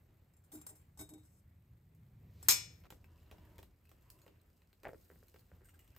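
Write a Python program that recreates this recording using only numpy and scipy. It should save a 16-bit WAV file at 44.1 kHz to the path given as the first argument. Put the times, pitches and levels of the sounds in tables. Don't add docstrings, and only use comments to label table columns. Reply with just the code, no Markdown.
import sys
import numpy as np
from scipy import signal
from scipy.fft import rfft, irfft, next_fast_len
from scipy.io import wavfile
from scipy.ndimage import uniform_filter1d

SR = 44100
rng = np.random.default_rng(int(sys.argv[2]) if len(sys.argv) > 2 else 0)


def wav_out(sig):
    wavfile.write(sys.argv[1], SR, np.round(np.clip(np.atleast_2d(sig).T, -1, 1) * 32767).astype(np.int16))


def boost_factor(decibels):
    exponent = np.asarray(decibels, float) / 20
    return 10 ** exponent


N = 263718

# (time [s], bustle [dB])
BUSTLE = [(0.0, 2.5), (0.42, 1), (0.63, 8), (1.01, 2), (1.7, 0), (2.33, 3.5), (2.47, 14), (2.92, 5),
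          (3.0, -0.5), (3.25, 4.5), (3.48, 8.5), (3.7, 1), (3.86, 2), (4.08, 5.5), (4.7, 1.5), (5.06, 4.5),
          (5.61, 2.5), (5.98, 6.5)]
# (start [s], end [s], level [dB])
CHANGE = (2.873, 2.901, -6)


def evened(x):
    return x / np.sqrt(np.mean(x ** 2) + 1e-20)


def read(points, hz):
    f, value = np.transpose(points)
    return np.interp(np.log(hz + 1), np.log(f + 1), value)


def curve(rows):
    return np.interp(np.arange(N) / SR, *np.transpose(rows))


def add(mix, s, sound):
    part = mix[round(s * SR):][:len(sound)]
    part += sound[:len(part)]


def swell(s, db, rise, t60, hold=0):
    t = np.arange(N) / SR - s
    return np.clip(t / rise, 0, 1) ** 2 * boost_factor(db - 60 * np.maximum(t - rise - hold, 0) / t60)


def colour(x, points):
    size = next_fast_len(x.shape[-1] + 2048, True)
    gain = boost_factor(read(points, np.fft.rfftfreq(size, 1 / SR)))
    return irfft(rfft(x, size) * gain, size)[..., :x.shape[-1]]


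def band(x, lo_hz, hi_hz):
    sos = signal.butter(2, [lo_hz, min(hi_hz, SR / 2.1)], "bandpass", fs=SR, output="sos")
    return signal.sosfilt(sos, x)


def resonate(x, hz, width):
    r = np.exp(-np.pi * width / SR)
    return signal.lfilter([1 - r * r, 0, r * r - 1], [2, -4 * r * np.cos(2 * np.pi * hz / SR), 2 * r * r], x)


def resonate_twice(x, hz, width):
    return evened(resonate(resonate(x, hz, width), hz, width))


def ring(modes, seconds):
    t = np.arange(round(seconds * SR)) / SR
    return sum(boost_factor(db - 60 * t / t60) * np.sin(2 * np.pi * (hz * t + rng.random())) for hz, db, t60 in modes)


def pings(rows):
    out, t = np.zeros(N), np.arange(5000) / SR
    for (s, db, hz, t60), (gap, phase) in zip(rows, rng.uniform(-1.03, 1, (len(rows), 2))):
        partner_hz = hz * (1 + .06 * gap)
        pair = np.sin(2 * np.pi * hz * t) + .4 * np.sin(2 * np.pi * (partner_hz * t + phase))
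        add(out, s, boost_factor(db - 60 * t / max(t60, .004)) * np.minimum(t / .0006, 1) * pair)
    return out


def air(points, patchy_db, flicker_db, size=512):
    # (frequency [Hz], likeness [1])
    coherence = [(40, 0.96), (100, 1), (400, 0.29), (1000, 0.1), (2500, 0.27), (5500, .2), (7000, 0.31)]
    frames, hz = N // (size // 4) + 5, np.fft.rfftfreq(size, 1 / SR)
    a, b, c, d, patches = rng.standard_normal((frames, len(hz), 5)).T
    patches = evened(uniform_filter1d(uniform_filter1d(patches, size=6, axis=0), size=20, axis=1))
    flicker = evened(uniform_filter1d(rng.exponential(1, frames) - 1, size=3))
    same = np.clip(read(coherence, hz), -1, 1)[:, None]
    left = a + 1j * b
    z = np.array([left, same * left + np.sqrt(1 - same ** 2) * (c + 1j * d)])
    z *= boost_factor(read(points, hz)[:, None] + patchy_db * patches + flicker_db * flicker)
    return evened(signal.istft(z, nperseg=size, noverlap=size - size // 4)[1][:, :N])


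def floor_rumble(drive):
    # (frequency [Hz], density [dB per Hz])
    rumble_spectrum = [(12, -39), (25, -14), (42, 5), (85, 0), (102, -8.5), (161, -10.5), (195, -18),
                       (269, -27), (367, -28.5), (392, -40), (500, -38), (650, -64), (1100, -120)]
    # (frequency [Hz], width [Hz], level [dB])
    room_modes = [(82, 11, 2.5), (105, 16, -5), (160, 10, -15)]
    # (time [s], level [dB])
    drift = [(0.0, -68.5), (1.9, -70.5), (2.25, -65), (2.9, -65), (3.3, -61), (3.62, -59), (3.78, -69.5),
             (4.0, -65), (4.78, -70.5), (5.98, -66)]
    # (time [s], level [dB])
    thumps = [(.07, -70), (.55, -62), (.97, -58.5), (2.47, -50.5), (2.9, -62.5), (4.829, -55.5),
              (5.099, -65), (5.37, -73), (5.51, -62.5), (5.87, -79.5)]
    rumble = air(rumble_spectrum, 0.38, 0.11, size=4096)
    peaks = sum(boost_factor(db) * evened(resonate(drive, hz, w)) for hz, w, db in room_modes)
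    shake = boost_factor(curve(drift)) + sum(swell(s, db, 0.023, 0.40606) for s, db in thumps)
    return shake * evened(rumble + peaks)


def furnace_draught(drive):
    # (frequency [Hz], width [Hz], level [dB])
    furnace = [(155, 7.9, -72), (97.1, 61, -65), (1749.5, 890, -97.5), (13710, 5900, -93)]
    # (time [s], level [dB])
    draught = [(0, -12), (1.2, -5), (2.15, -1), (2.25, 7), (2.87, -4), (2.9, -54)]
    return boost_factor(curve(draught)) * sum(boost_factor(db) * resonate_twice(drive, hz, w) for hz, w, db in furnace)


def creaking(drive):
    # (time [s], level [dB], hold [s], frequency [Hz])
    creaks = [(3.0, -82, .4, 2650), (3.8, -81, .5, 2600), (4.5, -85, .1, 2600), (5.0, -87, 0.41, 2600),
              (5.75, -79, .2, 2650), (3.03, -73, 0.079, 947), (3.26, -71, .27, 900), (3.28, -70, 0.16, 563),
              (3.06, -70, 0.046, 290), (3.3, -68, .28, 300), (4.0, -73, 0.26, 955), (4.08, -74, .14, 559),
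              (4.08, -71, 0.19, 310)]
    q = 5
    return boost_factor(-9) * sum(swell(s, db, 0.054, 0.28, hold) * resonate_twice(drive, hz, hz / q)
                         for s, db, hold, hz in creaks)


def hiss_level():
    # (time [s], level [dB], rise [s], t60 [s])
    flares = [
        (2.3, -79.5, .2, 1.0),
        (4.82, -82, .2, 2.359),
    ]
    return boost_factor(-89.5 + 0.71 * curve(BUSTLE)) + sum(swell(*row) for row in flares)


def room_tone():
    # (frequency [Hz], density [dB per Hz])
    shuffle_spectrum = [(120, -16), (300, -0.5), (600, -11.5), (950, -15), (1500, -13.5), (2300, -14),
                        (4000, -28), (7000, -35.5)]
    # (frequency [Hz], density [dB per Hz])
    hiss_spectrum = [(2000, -27.5), (4000, -4), (5500, -10), (7500, -4.5), (10000, -2), (12500, -1),
                     (15500, 0.5), (16300, -29.5)]
    # (time [s], level [dB], rise [s], t60 [s])
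    swing = (2.22, -73, .25, .05)
    drive = rng.standard_normal(N)
    shuffling = boost_factor(-84 + 1.266 * curve(BUSTLE)) * air(shuffle_spectrum, 2.2, 1.5)
    hiss = boost_factor(4.0) * hiss_level() * air(hiss_spectrum, 1.1, 1.9, size=256)
    whoosh = swell(*swing) * evened(band(drive, 1300, 5500))
    return furnace_draught(drive) + floor_rumble(drive) + shuffling + hiss + creaking(drive) + whoosh


def knocks():
    # (time [s], level [dB], weight [dB]: thud up,
    # tick down)
    small_knocks = [(1.949, -86, -11.5), (2.21, -80.5, 5.5), (2.838, -70, 10), (2.846, -69, 10),
                    (2.865, -68, 10.5), (2.854, -65.5, 10.5), (2.904, -51.5, 3.5), (2.923, -61.5, 13),
                    (3.043, -65.5, 4.5), (3.229, -73.5, 5.5), (3.313, -57.5, 5.5), (3.324, -68, 13.5),
                    (3.383, -67.5, 7), (3.451, -69.5, 4.5), (3.582, -62, -1), (3.589, -57, 8.5),
                    (3.629, -59, 3.5), (3.854, -73.5, 0.5), (3.893, -68.5, -0.5), (3.915, -63.5, 4.5),
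                    (4.022, -79.5, -6), (4.102, -63, -8), (4.189, -71, 2.5), (4.217, -70, -2.5),
                    (4.264, -65.5, 6), (4.279, -64.5, 9.5), (4.619, -71.5, 6), (4.73, -70.5, 3.5),
                    (4.833, -59.5, 4), (4.883, -67.5, -0.5), (5.094, -82, -8), (5.283, -73, -7), (5.342, -65.5, 3),
             (5.362, -64.5, 5.5), (5.393, -73.5, -7), (5.877, -71.5, -1.5), (5.964, -61, 2)]
    out, t, rows = np.zeros(N), np.arange(4000) / SR, small_knocks
    body, snap = boost_factor(-60 * t / 0.034974), boost_factor(-60 * t / 0.0059)
    for (s, db, weight_db), noise in zip(rows, rng.standard_normal((len(rows), 4000))):
        thud = boost_factor(weight_db + 15) * band(noise * body, 190, 1237.6)
        knock = boost_factor(16.0) * band(noise * (0.38373 * body + snap), 890.0, 3261.8)
        tick = boost_factor(10.5 - weight_db) * band(noise * (0.79 * body + snap), 7500, 22000)
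        add(out, s, boost_factor(db - 5.0) * (thud + knock + tick))
    grains = (rng.random(N) < 110 / SR) * boost_factor(6.25 * np.minimum(rng.exponential(1, N), 3))
    grains = grains * (np.arange(N) > CHANGE[1] * SR)
    puff = rng.standard_normal(200) * boost_factor(-60 * t[:200] / 0.0087)
    crackle = band(signal.oaconvolve(grains, puff)[:N], 3400.0, 15800)
    return out + boost_factor(2.0) * hiss_level() * crackle


def tinkle():
    # (time [s], peak [dB], low knock [dB], bell [dB])
    touches = [(5.6459, -56, -16.5, -32.5), (5.6556, -56, -13, -32), (5.6682, -65, -1, -20),
               (5.6867, -59, -2, -3), (5.6931, -58, -4, -25.5), (5.741, -58.5, -5, -20),
               (5.7917, -51, -8.5, -31), (5.828, -68.5, -10, -29.5), (5.8444, -62.5, -8.5, -29)]
    # (frequency [Hz], level [dB], t60 [s])
    handle_modes = [(8400, -1, 0.0278), (11500, -1.5, 0.027), (14096, -5, .022), (15500, -3.5, .018),
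                    (2791.3, -15, 0.03)]
    out, t = np.zeros(N), np.arange(3000) / SR
    lucks = rng.standard_normal((len(touches), 2, len(handle_modes)))
    for (s, db, low_db, bell_db), luck in zip(touches, lucks):
        woken = [(hz * (1 + 0.0093 * a), level + 4.1 * b, t60)
                 for (hz, level, t60), a, b in zip(handle_modes, *luck)]
        puff = rng.standard_normal(len(t)) * boost_factor(-60 * t / 0.07424)
        add(out, s, boost_factor(db - 12.5) * ring(woken + [(5700, bell_db - 6, 0.06)], 0.17))
        add(out, s, boost_factor(db + low_db - 0.5) * band(puff, 1243.7, 2800.0))
        add(out, s, boost_factor(db - 10) * band(puff, 7200, 15500))
    return out


def splutter():
    # (time [s], peak [dB], pitch [Hz], sharp crack [dB])
    pops = [(4.835, -48, 483, -28), (4.8447, -52, 576, -1), (4.8515, -33.5, 760, -9.5),
            (4.855, -37, 685, -14), (4.86, -36, 600, -15), (4.865, -39, 616, -18), (4.868, -33.5, 640, -18),
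            (4.875, -47, 477, -15), (4.8835, -54.5, 499, -3), (4.8896, -37, 557, -13.5),
            (4.897, -50, 450, -18), (4.905, -51.5, 600, -21), (4.913, -48, 560, -20),
            (4.9311, -39.5, 563, -20), (4.944, -48, 450, -13), (4.952, -53, 330, -18),
            (5.1, -48.5, 493, -10), (5.108, -54.5, 452, -20), (5.112, -56, 400, -10),
            (5.157, -59.5, 550, -10), (5.227, -54, 530, -12.5), (5.343, -50, 495, -15.5),
            (5.359, -57, 525, -8), (5.515, -52, 565, -12.5), (5.608, -60, 450, -11),
            (5.616, -55, 400, -17.5)]
    out, t = np.zeros(N), np.arange(1000) / SR
    for (s, db, hz, crack_db), luck in zip(pops, rng.uniform(-1, 1, (len(pops), 14))):
        bursts = [(-1, 1, 0), *luck[2:].reshape(4, 3)]
        for k, (late, size, pitch) in enumerate(bursts):
            f = hz * (1 + .35 * pitch)
            bubble = np.sin(2 * np.pi * f * t * (1 - 12 * t)) * np.exp(-f * t / 1.21) * np.minimum(t * f / .5, 1)
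            crack_hz = 1500 * (1.04 + .15 * luck[1] + .3 * pitch)
            crack = np.sin(2 * np.pi * crack_hz * t) * t / 0.00044 * np.exp(1 - t / 0.00034)
            level = size * boost_factor(db + 1.5 - 9.4 * (k > 0))
            add(out, s + 0.00139 + 0.01 * (late + 1), level * (bubble + boost_factor(crack_db + 8.0) * crack))
    return out


def crucible_hum():
    # (frequency [Hz], width [Hz], level [dB])
    overtones = [(411, 98, 0.5), (640, 120, -2), (764, 125, -4.5), (874, 88, -11), (229, 80, -2)]
    # (time [s], level [dB], hold [s], hum [Hz], overtones [dB])
    strokes = [
        (0.521, -55, 0.033, 301, -9.5),
        (0.698, -69, .01, 310, 2),
        (0.989, -54, 0.013, 296, -3),
        (1.093, -60, 0.063, 307, -7.5),
    ]
    noise = rng.standard_normal(N)
    wall = evened(sum(boost_factor(db) * resonate_twice(noise, hz, w) for hz, w, db in overtones))
    wander, shake = evened(band(rng.standard_normal((2, N)), 7.7, 48))
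    cycles = np.cumsum(1 + 0.039 * wander) / SR
    out = np.zeros(N)
    for s, db, hold, hz, wall_db in strokes:
        hum = boost_factor(3 + 2.5 * shake) * np.sin(2 * np.pi * hz * cycles)
        out += swell(s, db, 0.019, 0.1428, hold) * (boost_factor(wall_db) * wall + hum)
    return out


def scrape():
    # (time [s], peak [dB], shank [dB], slide [s])
    slips = [(0.337, -60, -35.5, 0.01703), (0.367, -61.5, -37, 0.0473), (0.4385, -64.5, -26, 0.17),
             (0.5185, -47, -26.5, 0.52), (0.5544, -43, -23.5, 0.01332), (0.5751, -62, -21, 0.081),
             (0.614, -45, -24.5, 0.033), (0.6655, -38.5, -42.5, 0.0762), (0.69, -45.5, -24, 0.12),
             (0.753, -57, -24.5, 0.25), (0.8147, -59, -35, 0.01224), (0.974, -50, -19.5, 0.1335),
             (0.991, -41.5, -17, 0.19), (1.01, -41.5, -14, 0.049), (1.0906, -46.5, -18.5, 0.065),
             (1.1368, -46.5, -16, 0.036), (1.179, -61, -12.5, 0.0583), (1.2342, -64, -23, 0.043),
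             (1.25, -62, -17, 0.07)]
    grazes = [
        (2.4276, -36, -37.5, .02),
        (2.432, -57, -38, 0.31),
    ]
    # (time [s], level [dB], rise [s], t60 [s])
    drag = (0.7, -72.5, 0.7, 0.0004)
    # (frequency [Hz], level [dB], t60 [s])
    jaw_modes = [(3900, -14, .05), (5340, -9, .04), (5770, -9, 0.057), (5950, -8, 0.058), (6740, -10, .04),
                 (7170, -7, .05), (7410, 0, .07), (7570, -4, .06), (7960, -3, .03), (8400, 0.5, .035),
                 (9640, 2.5, .1), (10750, 2.5, 0.056), (11560, -2.5, 0.052), (12800, -4, .04),
                 (13600, -3, .04), (15350, -3, .06)]
    regripped_modes = [(4150, -14, .02), (5300, -7, .05), (5800, -6, .05), (6162, -9, .05),
                       (6765, -5, 0.061), (7400, -3, .04), (7900, 2, .04), (8240, -3, .05), (8460, -1, .05),
                       (9680, 3, .1), (10750, 2, .06), (11560, -2, .06), (12800, -5, .04), (13600, -5, .04),
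                       (15350, -5, .06)]
    shank_modes = [(1529, -8, .12), (1870, -16, .06), (2215, -8, .1), (3763, -2, .21), (3794, -19, .1),
                   (4300, -12, .04)]
    # (frequency [Hz], density [dB per Hz])
    grit_spectrum = [(300, -0.5), (1200, -1), (2800, -10), (5000, -5), (8000, -1), (10000, 3.5),
                     (12500, -8), (15500, -10.5), (16300, -43.5)]
    # (time [s], level [dB], frequency [Hz], t60 [s])
    chinks = [(.519, -66, 3600, .06), (.517, -62, 805, 0.043), (.535, -64, 5950, .07),
              (.553, -61, 8420, .04), (.667, -63, 1650, .04), (.686, -64, 1050, .04), (.705, -61, 433, .07),
              (.705, -64, 620, .05), (.972, -63, 800, 0.043), (1.01, -58, 640, .07),
              (1.232, -70, 4000, .015)]
    regrip_s = .9
    grains = evened(rng.standard_normal(N) * boost_factor(2.3 * np.minimum(rng.exponential(1, N), 5)))
    jaws, handle, t = swell(*drag), np.zeros(N), np.arange(6000) / SR
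    for s, db, shank_db, slide in slips + grazes:
        push = boost_factor(db - 3.5 - 60 * t / max(slide, .005)) * (1 - t / t[-1])
        add(jaws, s, push)
        add(handle, s, push * boost_factor(2 * shank_db + 19.5))
    late = np.arange(N) > regrip_s * SR
    steel = np.zeros(N)
    for held, modes in [(~late, ring(jaw_modes, .2)), (late, ring(regripped_modes, .2))]:
        steel += signal.oaconvolve(jaws * grains * held, modes / np.linalg.norm(modes))[:N]
    shank_ring = ring(shank_modes, .3)
    shank = signal.oaconvolve(handle * grains, shank_ring / np.linalg.norm(shank_ring))[:N]
    grit = colour(jaws * grains, grit_spectrum)
    return boost_factor(-4.0) * steel + boost_factor(1.5) * shank + boost_factor(-3.0) * grit + crucible_hum() + pings(chinks)


def clang():
    # (time [s], blow [dB], favoured frequency [Hz], its level [dB])
    blows = [
        (2.4848, -18, 13600, 4),
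        (2.4871, -17.5, 7900, 3),
        (2.4934, -19.5, 5350, 5),
        (2.509, -24, 12200, 6),
        (2.513, -28, 6600, 4),
        (2.522, -27, 5900, 0),
    ]
    # (frequency [Hz], density [dB per Hz])
    crash_spectrum = [(60, -14), (250, -14), (800, -13.5), (1300, -7.5), (3000, -5.5), (5500, 0),
                      (9500, -3), (13500, -2.5), (15000, -11), (16500, -28)]
    steel_hz = [1007, 1400, 1852, 2180, 2336, 2524, 2884, 3494, 3779, 4084, 4500, 5345, 5830, 5930, 6417,
                6690, 6779, 7030, 7569, 7954, 8374, 8872, 9620, 10300, 11520, 12240, 12290, 12915, 13695,
                15340]
    steel_db = [-13, -12, -10, -7, -5, -7, -11, -6, -10, -8, -7, 5, -7, -10, -4.5, -10, -4.5, -8, -4.5, -8,
                -4, -9, -6, -7, -4.5, -5.5, -5.5, -2, -5, -13]
    # (frequency [Hz], t60 [s])
    damping = [(1000, .28), (2000, .38), (4000, .36), (5400, .34), (6800, .35), (9000, .25), (12000, 0.2),
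               (15000, .14)]
    out, size = np.zeros(N), SR // 2
    t = np.arange(size) / SR
    for s, db, favoured_hz, favoured_db in blows:
        noise = rng.standard_normal(size) * (boost_factor(1.5 - 60 * t / .012) + boost_factor(-3 - 60 * t / 0.11))
        favoured = boost_factor(favoured_db - 40 * t / .05) * resonate(noise, favoured_hz, favoured_hz / 9)
        add(out, s, boost_factor(db) * np.minimum(t / 0.00017, 1) * (colour(noise, crash_spectrum) + favoured))
    hz, luck = rng.uniform(500, 16000, 600), rng.standard_normal((2, 600))
    dense_db = read(crash_spectrum, hz) + 1.5 * luck[0] - 15.5
    dense = zip(hz, dense_db, read(damping, hz) * np.clip(1 + luck[1] / 10, .5, 1.15))
    clear = zip(steel_hz, steel_db, read(damping, np.array(steel_hz)))
    onset = np.minimum(t[:round(.4 * SR)] / 0.021, 1)
    add(out, blows[0][0], boost_factor(-33.0) * onset * (ring(clear, .4) + ring(dense, .4)))
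    return out


def room(x):
    # (frequency [Hz], t60 [s])
    room_decay = [(200, 0.45), (1000, 0.045), (4000, 0.15), (8000, 0.23), (14000, .16)]
    taps = np.zeros((2, SR // 2))
    at = np.arange(120, SR // 2 - 20, 20) + rng.integers(0, 20, (2, (SR // 2 - 121) // 20))
    np.put_along_axis(taps, at, rng.choice([-1., 1.], at.shape), 1)
    hz, t, z = signal.stft(taps, SR, nperseg=256)
    tail = signal.istft(z * boost_factor(-60 * t / read(room_decay, hz)[:, None]), SR, nperseg=256)[1]
    return signal.fftconvolve(x[None], tail / np.linalg.norm(tail[0]), axes=1)[:, :N]


def shaded(x):
    # (frequency [Hz], level [dB])
    shade = [(300, 9), (1000, -2.5), (3000, -2.5), (5000, -7.5), (7000, -1.5), (9000, 0)]
    scatter = rng.standard_normal(500) * boost_factor(-60 * np.arange(500) / SR / 0.033)
    scatter -= uniform_filter1d(scatter, size=40)
    scattered = signal.oaconvolve(x, scatter / np.linalg.norm(scatter))[:N]
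    return colour(0.33 * np.roll(x, shift=2) + 0.68 * scattered, shade)


def scene():
    # (time [s], level [dB], frequency [Hz], t60 [s])
    part_pings = [(3.043, -64, 2620, .02), (3.088, -70, 1500, .015), (3.1314, -76, 7500, .015),
                  (3.16, -77, 2710, .02), (3.184, -70, 2580, .025), (3.208, -72, 7400, .015),
                  (3.21, -73, 3900, .015), (3.229, -68, 1790, 0.023), (3.264, -71, 4000, .015),
                  (3.303, -68, 2000, .015), (3.32, -74, 5800, .1), (3.45, -69, 1900, 0.031),
                  (3.629, -61.5, 4090, .015), (3.643, -70, 2000, .02), (3.854, -69, 2600, .02),
                  (3.854, -69.5, 4200, .012), (3.872, -72, 2600, .03), (3.893, -70, 3940, .012),
                  (3.916, -62, 480, .04), (4.102, -60, 4400, .012), (4.19, -68, 8100, .012),
                  (4.217, -68, 6870, .035), (4.22, -73, 4400, .03), (4.264, -59, 500, 0.045),
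                  (4.279, -66, 4500, .015), (4.4, -71, 4000, .012), (4.619, -68, 2050, .015),
                  (4.709, -75, 2000, .015), (4.729, -65.5, 4250, .015), (4.834, -55, 2500, .015),
                  (5.283, -68, 4200, .015), (5.393, -65, 4300, 0.013), (5.517, -69, 1500, 0.022),
                  (5.652, -68, 1550, .04), (5.657, -77, 4850, .04), (5.687, -68, 1400, 0.074),
                  (5.69, -70, 2900, .05), (5.692, -70, 2150, .04), (5.693, -71, 6900, .03),
                  (5.741, -64, 1600, .04), (5.742, -69, 8400, .03), (5.755, -73, 1410, .05),
                  (5.791, -65, 2900, .05), (5.792, -67, 8550, .03), (5.8, -73, 2000, .07),
                  (5.93, -72, 2600, .02), (5.948, -69, 1600, 0.021), (5.949, -74, 7200, .008),
                  (5.964, -61, 2650, .009), (5.964, -62, 3800, .007)]
    tongs, drop, melt = scrape(), clang(), splutter()
    small = knocks() + tinkle() + pings(part_pings)
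    left = tongs + drop
    wet = room(boost_factor(-11.5) * tongs + boost_factor(-7.5) * drop + boost_factor(-2.5) * small + boost_factor(-9.5) * melt)
    x = boost_factor(0.5) * np.array([left, shaded(left)]) + small + melt + wet + room_tone()
    start, end, dip_db = CHANGE
    hush = np.interp(np.arange(N) / SR, [start - .002, start, end - .002, end], [0, dip_db, dip_db, 0])
    low = uniform_filter1d(x, size=60)
    return low + (x - low) * boost_factor(hush)


def low_pass(x):
    return signal.sosfilt(signal.butter(12, 16880, fs=SR, output="sos"), x)


def record(dry):
    # (frequency [Hz], share of the common port [1])
    merge = [(5500, 0), (7000, .6), (8500, .93), (10000, .97)]
    # (frequency [Hz], phase the left leads by [rad])
    lead = [(6500, 0), (7600, -.6), (8600, -1.5), (10000, -3.14), (11400, -4.3), (12400, -5.45),
            (13400, -6.28), (14500, -7.1), (15500, -8.3), (16500, -9.5)]
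    size = next_fast_len(N, True)
    hz, (left, right) = np.fft.rfftfreq(size, 1 / SR), rfft(dry, size)
    share = np.clip(read(merge, hz), 0, 1)
    turn = np.exp(.5j * read(lead, hz))
    bass_cut = 1 / np.sqrt(1 + (34 / (hz + 1)) ** 8)
    ports = [left * turn, (share * left + (1 - share) * right) / turn]
    return low_pass(irfft(ports * bass_cut, size)[:, :N])


dry = scene()
out = record(dry)
wav_out(out)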